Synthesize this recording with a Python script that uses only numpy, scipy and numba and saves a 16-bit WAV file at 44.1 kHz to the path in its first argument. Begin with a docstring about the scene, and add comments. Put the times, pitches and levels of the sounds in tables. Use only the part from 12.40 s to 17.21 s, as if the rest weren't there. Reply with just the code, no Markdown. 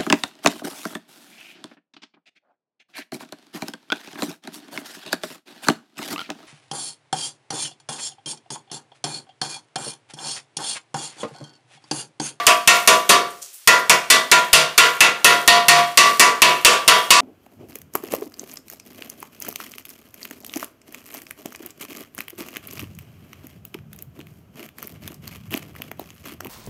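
"""In a small workshop, a chipping hammer knocks slag off weld beads on a long curved steel runner.
Each blow is a burst of bright noise plus ringing steel: fading sine waves for the clear tones, and bands
of noise for the many tones that blur into a clang. Hand and bench damp the ringing.
Slag crumbs and chips are grainy hiss, bench jolts are low sine waves, and the room adds a short noise tail.
A camera close by cuts the bass, holds down loud peaks and removes the top treble; faint noise runs throughout."""
import sys
import numpy as np
from scipy import signal
from scipy.fft import rfft, irfft, next_fast_len
from scipy.io import wavfile
from numba import njit

SR = 44100
rng = np.random.default_rng(int(sys.argv[2]) if len(sys.argv) > 2 else 0)


def dump_mix(stems):
    """Bounce the given channels to the path in sys.argv[1] as a 16-bit WAV at rate SR."""
    frames = np.atleast_2d(stems).T  # one column per channel
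    limited = np.clip(frames, -1, 1)  # hard clip at full scale
    pcm = np.round(limited * 32767).astype(np.int16)
    wavfile.write(sys.argv[1], SR, pcm)


N = 211937
# extra samples before time 0, for the blow that falls earlier; the total suits a fast Fourier transform
LEAD = next_fast_len(N + SR // 4) - N


def undb(db):
    """Turn decibels into a plain amplitude factor."""
    return 10 ** (np.asarray(db) / 20)


def along(hz, table, column):
    """Read a table between its rows, on a log-frequency axis."""
    table = np.array(table)
    return np.interp(np.log(hz), np.log(table[:, 0]), table[:, column])


def colour(x, gain):
    """Shape the spectrum of x by gain(Hz)."""
    hz = np.maximum(np.fft.rfftfreq(len(x), 1 / SR), 1)
    return irfft(rfft(x) * gain(hz), len(x))


def grit(total, grain_db, grain_s=0.0025):
    """Noise whose level jumps at random from one short grain to the next."""
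    size = max(int(grain_s * SR), 1)
    grains = rng.standard_normal(total // size + 1)
    steps = np.repeat(grains, size)[:total]
    return rng.standard_normal(total) * undb(grain_db * steps)


def bursts(times, dbs, t60s, shape):
    """Add a fading shape(t, number) at each time; each burst stops after a third of a second."""
    out = np.zeros(N + LEAD + SR)
    t = np.arange(SR // 3) / SR
    for k, (s, db, t60) in enumerate(zip(times, dbs, t60s)):
        i = int(s * SR) + LEAD
        out[i:i + len(t)] += undb(db - 60 * t / t60) * shape(t, k)
    return out[:N + LEAD]


@njit
def ring(starts, kicks, poles, rise, brake):
    """Each mode (one way the steel vibrates) is kicked by every blow, swells in by rise and dies away."""
    out = np.zeros(starts[-1])
    for m in range(kicks.shape[1]):
        z, late = 0j, 0j
        for b in range(len(starts) - 1):
            z += kicks[b, m]
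            # taking away a copy that dies sooner makes the new kick swell in
            late = kicks[b, m]
            p = poles[b, m]
            for i in range(starts[b], starts[b + 1]):
                out[i] += (z - late).imag
                z *= p
                late = late * p * rise + 1e-30
                # damping tightens until the next blow resets it
                p *= brake
    return out


# Hammer blows: t/s, strength level/dB (relative), treble level/dB, low clatter level/dB,
# ring length factor, bench jolt level/dB, slag crumbs level/dB,
# landing place along the runner/cm, distance off its centre line/cm
BLOWS = [(-0.15, 0.5, -4, -6, 1.1, -43.5, -34.0, 18.8, -6),
         (0.0669, 1.0, -3.5, -2.5, 0.72, -58.0, -36.0, 16.5, -8),
         (0.2749, 2.5, 1, -4.5, 0.81, -52.0, -26.5, 32.9, 5.5),
         (0.4747, 2.0, -2.5, -0.5, 0.8, -55.0, -33, 31.5, -5.5),
         (0.6916, -2.0, 1.5, 2.5, 1.02, -57.0, -42.0, 17.4, -8),
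         (1.2744, 3.0, -5.5, -3.0, 0.9, -54.0, -44.0, 36, 5.5),
         (1.496, 2.5, -2.0, -0.5, 0.6, -53.0, -50, 40.4, 0.5),
         (1.701, -2, 6.5, 1.0, 0.91, -29, -36.0, 35, -5.5),
         (1.9151, 3.5, -5.5, -4.5, 0.79, -57.0, -35.0, 38.1, 6.5),
         (2.13, 2.0, 4, -4.5, 0.94, -20.0, -48.0, 41.1, -7.5),
         (2.378, 1.5, 1, -3.0, 0.97, -29, -29.5, 45, 10),
         (2.6055, 0.5, -6.5, -2.5, 1.006, -50.0, -48, 41.9, 1.3),
         (2.8445, 0.5, 2, 0, 1.09, -32.0, -29.5, 46, 8.5),
         (3.0766, 1.5, 1.5, -1, 1.05, -42.0, -34.0, 53.5, 4.6),
         (3.2833, 4.5, 1, -5, 1.01, -57.0, -30.5, 54.5, 4.5),
         (3.5734, 3.0, -1.5, -1.5, 1.01, -32, -26.5, 70.6, 1.1),
         (3.7957, 0.5, -0.5, -2, 1.02, -48.0, -41, 76.8, 0.7),
         (4.0192, 4.5, 1, 0.5, 0.79, -36.0, -32, 83.2, -1.3),
         (4.248, 3.0, 0.5, -2.5, 0.95, -23.0, -34, 79.6, -5.5),
         (4.4779, 4, -2.5, -2.0, 0.87, -41.0, -28.5, 81.0, -5.5),
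         (4.7052, 9, 4.0, -4.5, 1.1, -35.0, -32.0, 104, 1.2)]


def cracks(crack_db=-3, t60=0.057, dull_hz=10000):
    """Brittle slag breaks under the hammer's edge: a short bright burst of grainy noise."""
    blows = np.array(BLOWS)
    x = bursts(blows[:, 0], blows[:, 1] + crack_db, np.full(len(blows), t60),
               lambda t, k: grit(len(t), 4.6))
    band = signal.butter(1, [2500, dull_hz], "band", fs=SR, output="sos")
    return signal.sosfilt(band, x)


# Clear tones of the runner: f/Hz, t60/s (time to fade by 60 dB, before the ring length factor),
# level/dB at an antinode (spot of strongest vibration), node (still spot) spacing along/cm,
# an antinode along/cm, node spacing across/cm, an antinode across/cm
TONES = [(486, 0.52, -20, 22.6, 4.2, 75.7, 41.7), (702.0, 0.76, -16, 44.0, 14.7, 8.64, 5.93),
         (987.0, 0.58, -19, 7.4, 1.0, 30.6, 0.2), (1104.0, 0.51, -15, 45.5, 17.8, 9.97, 8.13),
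         (1158.4, 0.69, -15, 46.3, 18.4, 19.34, 17.5), (1395, 0.49, -16.5, 52, 37, 27.3, 10.9),
         (1853, 0.19, -4, 22.96, 3.8, 8.34, 6.1), (1978, 0.39, -12, 12.1, 1.07, 7.3, 2.9),
         (2655, 0.19, -8.9, 18.05, 10.44, 15, 3.85)]


def standing(blows, tones, node_leak=0.09):
    """Level in dB of each clear tone: full at an antinode of its standing wave, faint at a node."""
    lengthwise = np.cos(np.pi * (blows[:, 7:8] - tones[:, 4]) / tones[:, 3])
    crosswise = np.cos(np.pi * (blows[:, 8:9] - tones[:, 6]) / tones[:, 5])
    # node_leak: share of a tone that still sounds when the hammer lands on a node
    return tones[:, 2] + 20 * np.log10(np.hypot(lengthwise * crosswise, node_leak))


def clank(blows, starts, force_db, grip, centre_hz=2644, spread_octaves=0.061, level_db=-21.5,
          scatter_db=4.5, t60_s=0.19, rise_s=0.0042, count=12):
    """A knot of close modes round the highest clear tone, struck hardest where that tone is."""
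    hz = centre_hz * 2 ** (spread_octaves * rng.standard_normal(count))
    chance = rng.standard_normal((len(blows), 2, count))
    place_db = standing(blows, np.array(TONES))[:, -1:] - TONES[-1][2]
    db = force_db + place_db + level_db + scatter_db * chance[:, 0]
    poles = np.exp((2j * np.pi * hz - np.log(1000) / (t60_s * grip)) / SR)
    kicks = undb(db) * np.exp(2j * chance[:, 1])
    return ring(starts, kicks, poles, np.exp(-1 / (rise_s * SR)), 1.)


# Plate modes so close that they blur into a clang:
# f/Hz, level/dB per third of an octave, t60/s (before the ring length factor)
CROWD = [(60, -31, 0.89), (131, -50, 0.49), (256, -41.5, 0.34), (444, -35, 0.46), (844, -37, 0.42),
         (1120, -23, 0.29), (1590, -30, 0.38), (2260, -20.5, 0.25), (3980, -23, 0.26), (5570, -22.5, 0.23),
         (10370, -22.5, 0.13), (12700, -28, 0.093), (15200, -49, 0.081)]


def crowd(blows, starts, force_db, grip, scatter_db=1.88, rise_s=0.005, settle_s=0.56,
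          jag_db=1.0, spacing_hz=25):
    """Overlapping plate modes: bands of noise, each with its own fading, struck together."""
    total = starts[-1]
    out = np.zeros(total)
    bins = np.maximum(np.fft.rfftfreq(total, 1 / SR), 1)
    # a jagged spectrum lets some of the overlapping modes stand out a little
    jags = np.interp(bins, np.arange(1500) * spacing_hz, rng.standard_normal(1500))
    thicket = rfft(rng.standard_normal(total)) * undb(jag_db * jags)
    rise, brake = np.exp(-1 / (rise_s * SR)), np.exp(-1 / (settle_s * SR) ** 2)
    for f in 62.5 * 2 ** (np.arange(25) / 3):
        # how far the blow's treble and low clatter settings reach into this band
        sharp = 1 / (1 + (4000 / f) ** 2)
        dull = 1 / (1 + (f / 600) ** 4)
        db = force_db + along(f, CROWD, 1) + sharp * blows[:, 2:3] + dull * blows[:, 3:4]
        db = db + scatter_db * rng.standard_normal(db.shape)
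        fade = np.exp(-np.log(1000) / (along(f, CROWD, 2) * grip * SR)) + 0j
        # a pole without pitch gives a level curve instead of a tone
        envelope = ring(starts, 1j * undb(db), fade, rise, brake)
        window = np.cos(np.clip(3 * np.log2(bins / f), -1, 1) * np.pi / 2)
        band = irfft(thicket * window, total)
        out += envelope * band / band.std()
    return out


# Weaker tones, with levels stirred by chance: f/Hz, level/dB, t60/s (before the ring length factor)
OVERTONES = [(150.8, -42, 0.47), (356, -39, 0.32), (445, -41, 0.41), (501, -45, 0.74), (644, -32, 0.51),
             (1280, -49, .4), (1724, -27.5, 0.24), (2060, -38.5, 0.18), (2400, -47, .3),
             (2504, -19.5, 0.18), (2680, -17, 0.16), (3270, -43.5, 1), (3590, -39, 0.17)]


def steel(drive_db=10, scatter_db=4, wander=0.0022, rise_s=0.022, settle_s=0.15):
    """Bending waves ring the runner: returns its clear and weaker tones, then the clank and clang."""
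    blows, tones, over = np.array(BLOWS), np.array(TONES), np.array(OVERTONES)
    starts = np.r_[(blows[:, 0] * SR).astype(int) + LEAD, N + LEAD]
    force_db = blows[:, 1:2] + drive_db
    grip = np.clip(blows[:, 4:5], .3, 3)
    hz, t60 = np.r_[tones[:, 0], over[:, 0]], np.r_[tones[:, 1], over[:, 2]]
    # three random draws for each tone in each blow: level, phase, pitch
    chance = rng.standard_normal((len(blows), 3, len(hz)))
    over_db = over[:, 1] + scatter_db * chance[:, 0, len(tones):]
    db = force_db + np.c_[standing(blows, tones), over_db]
    kicks = undb(db) * np.exp(2j * chance[:, 1])
    pitch = hz * (1 + wander * chance[:, 2])
    poles = np.exp((2j * np.pi * pitch - np.log(1000) / (t60 * grip)) / SR)
    # bending waves need a moment to fill the runner, so tones swell in
    rise = np.exp(-1 / (rise_s * SR))
    # the runner jumps free at the blow, then settles on bench and hand, which choke the tones ever harder
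    brake = np.exp(-1 / (settle_s * SR) ** 2)
    clear = ring(starts, kicks, poles, rise, brake)
    clang = clank(blows, starts, force_db, grip) + crowd(blows, starts, force_db, grip)
    return clear, clang


def jolts(jolt_hz=38, t60=0.11):
    """The bench jumps and shakes the camera: a low sine wave that fades after each blow."""
    blows = np.array(BLOWS)
    return bursts(blows[:, 0], blows[:, 5], np.full(len(blows), t60),
                  lambda t, k: np.sin(2 * np.pi * jolt_hz * t))


def crumbs(t60=0.95, grain_db=4, crumb_hz=9500, width=1.0, delay_s=.03):
    """Loosened slag rains and rattles on the steel after each blow: grainy hiss that swells and fades."""
    blows = np.array(BLOWS)
    # width is in natural-log units of frequency
    hiss = colour(grit(N + LEAD, grain_db), lambda f: 1 / (1 + (np.log(f / crumb_hz) / width) ** 2))
    shower = bursts(blows[:, 0], blows[:, 6], np.full(len(blows), t60),
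                    lambda t, k: 1 - np.exp(-t / delay_s))
    return shower * hiss / hiss.std()


def workshop(x, wet_db=-8, low_t60=0.44, high_t60=0.26, first_s=0.00067):
    """Direct sound plus the room's answer: a scattered tail of noise whose treble dies first."""
    t = np.arange(SR // 2) / SR
    noise = rng.standard_normal(len(t))
    low = signal.sosfilt(signal.butter(1, 2500, fs=SR, output="sos"), noise)
    high = noise - low
    tail = low * undb(-60 * t / low_t60) + high * undb(-60 * t / high_t60)
    tail = tail * np.minimum(t / first_s, 1) ** 2
    tail = tail / np.sqrt(np.sum(tail ** 2))
    return x + undb(wet_db) * signal.fftconvolve(x, tail)[:len(x)]


# Shape of the steady noise: f/Hz, level/dB per Hz (relative)
FLOOR = [(59, -49), (100, -23), (2320, -5.5), (2750, -4), (8410, -3), (10400, -3), (11300, -7),
         (15500, -5.5)]


def hush(floor_db=-47.5):
    """Faint steady air and microphone noise: random noise with a shaped spectrum."""
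    x = colour(rng.standard_normal(N), lambda f: undb(along(f, FLOOR, 1)))
    return x * undb(floor_db) / x.std()


# Slag chips skittering: t/s, level/dB, length/s (a quarter of the t60), centre f/Hz
CHIPS = [(0.902, -41, 0.026, 8900), (1.016, -33, 0.066, 6700), (1.018, -40, .04, 12500),
         (1.087, -41, .006, 6000), (1.101, -42, .005, 5500), (1.135, -42.5, 0.046, 14000),
         (1.13, -38, 0.067, 9600), (1.39, -31, 0.025, 11000)]


def chips(grain_db=3.0, width=0.38):
    """Glassy chips slide over the steel: grainy hiss that swells briefly, then dies."""
    def slide(t, k):
        """One chip's hiss, gathered round its centre frequency (width in natural-log units)."""
        length, hz = CHIPS[k][2:]
        hiss = colour(grit(len(t), grain_db), lambda f: 1 / (1 + (np.log(f / hz) / width) ** 2))
        return hiss / hiss.std() * np.minimum(t / (0.28 * length) + 0.34, 1)

    s, db, length, _ = np.transpose(CHIPS)
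    return bursts(s, db, 4 * length, slide)


def scene():
    """Steel, slag and room; clear tones come mostly straight from the near runner, jolts via the stand."""
    tones, clang = steel()
    in_room = clang + undb(-9.5) * tones + cracks() + chips() + crumbs()
    air = tones + workshop(in_room)
    # the camera shelves the bass steeply away below about 140 Hz
    air = colour(air, lambda f: undb(-39.5) + 1 / (1 + (140 / f) ** 12))
    return ((air + jolts())[LEAD:] + hush())[None]


@njit
def limit(x, top, attack, release):
    """Follow the peaks and lower the gain when they pass top: down fast, back up slowly."""
    y, e = np.empty(len(x)), 0.
    for i in range(len(x)):
        a = abs(x[i])
        e += (a - e) * (attack if a > e else release)
        y[i] = x[i] * top / max(e, top)
    return y


def record(dry, attack_s=0.0008, release_s=0.053, top_hz=15350):
    """The camera limits, clips what slips through and cuts the top treble."""
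    held = limit(dry[0], 0.79, 1 - np.exp(-1 / (attack_s * SR)), 1 - np.exp(-1 / (release_s * SR)))
    held = np.clip(held, -.8, .8)
    treble_cut = signal.ellip(10, .2, 70, top_hz, fs=SR, output="sos")
    return np.clip(signal.sosfilt(treble_cut, held), -1, 1)[None]


dry = scene()
out = record(dry)
dump_mix(out)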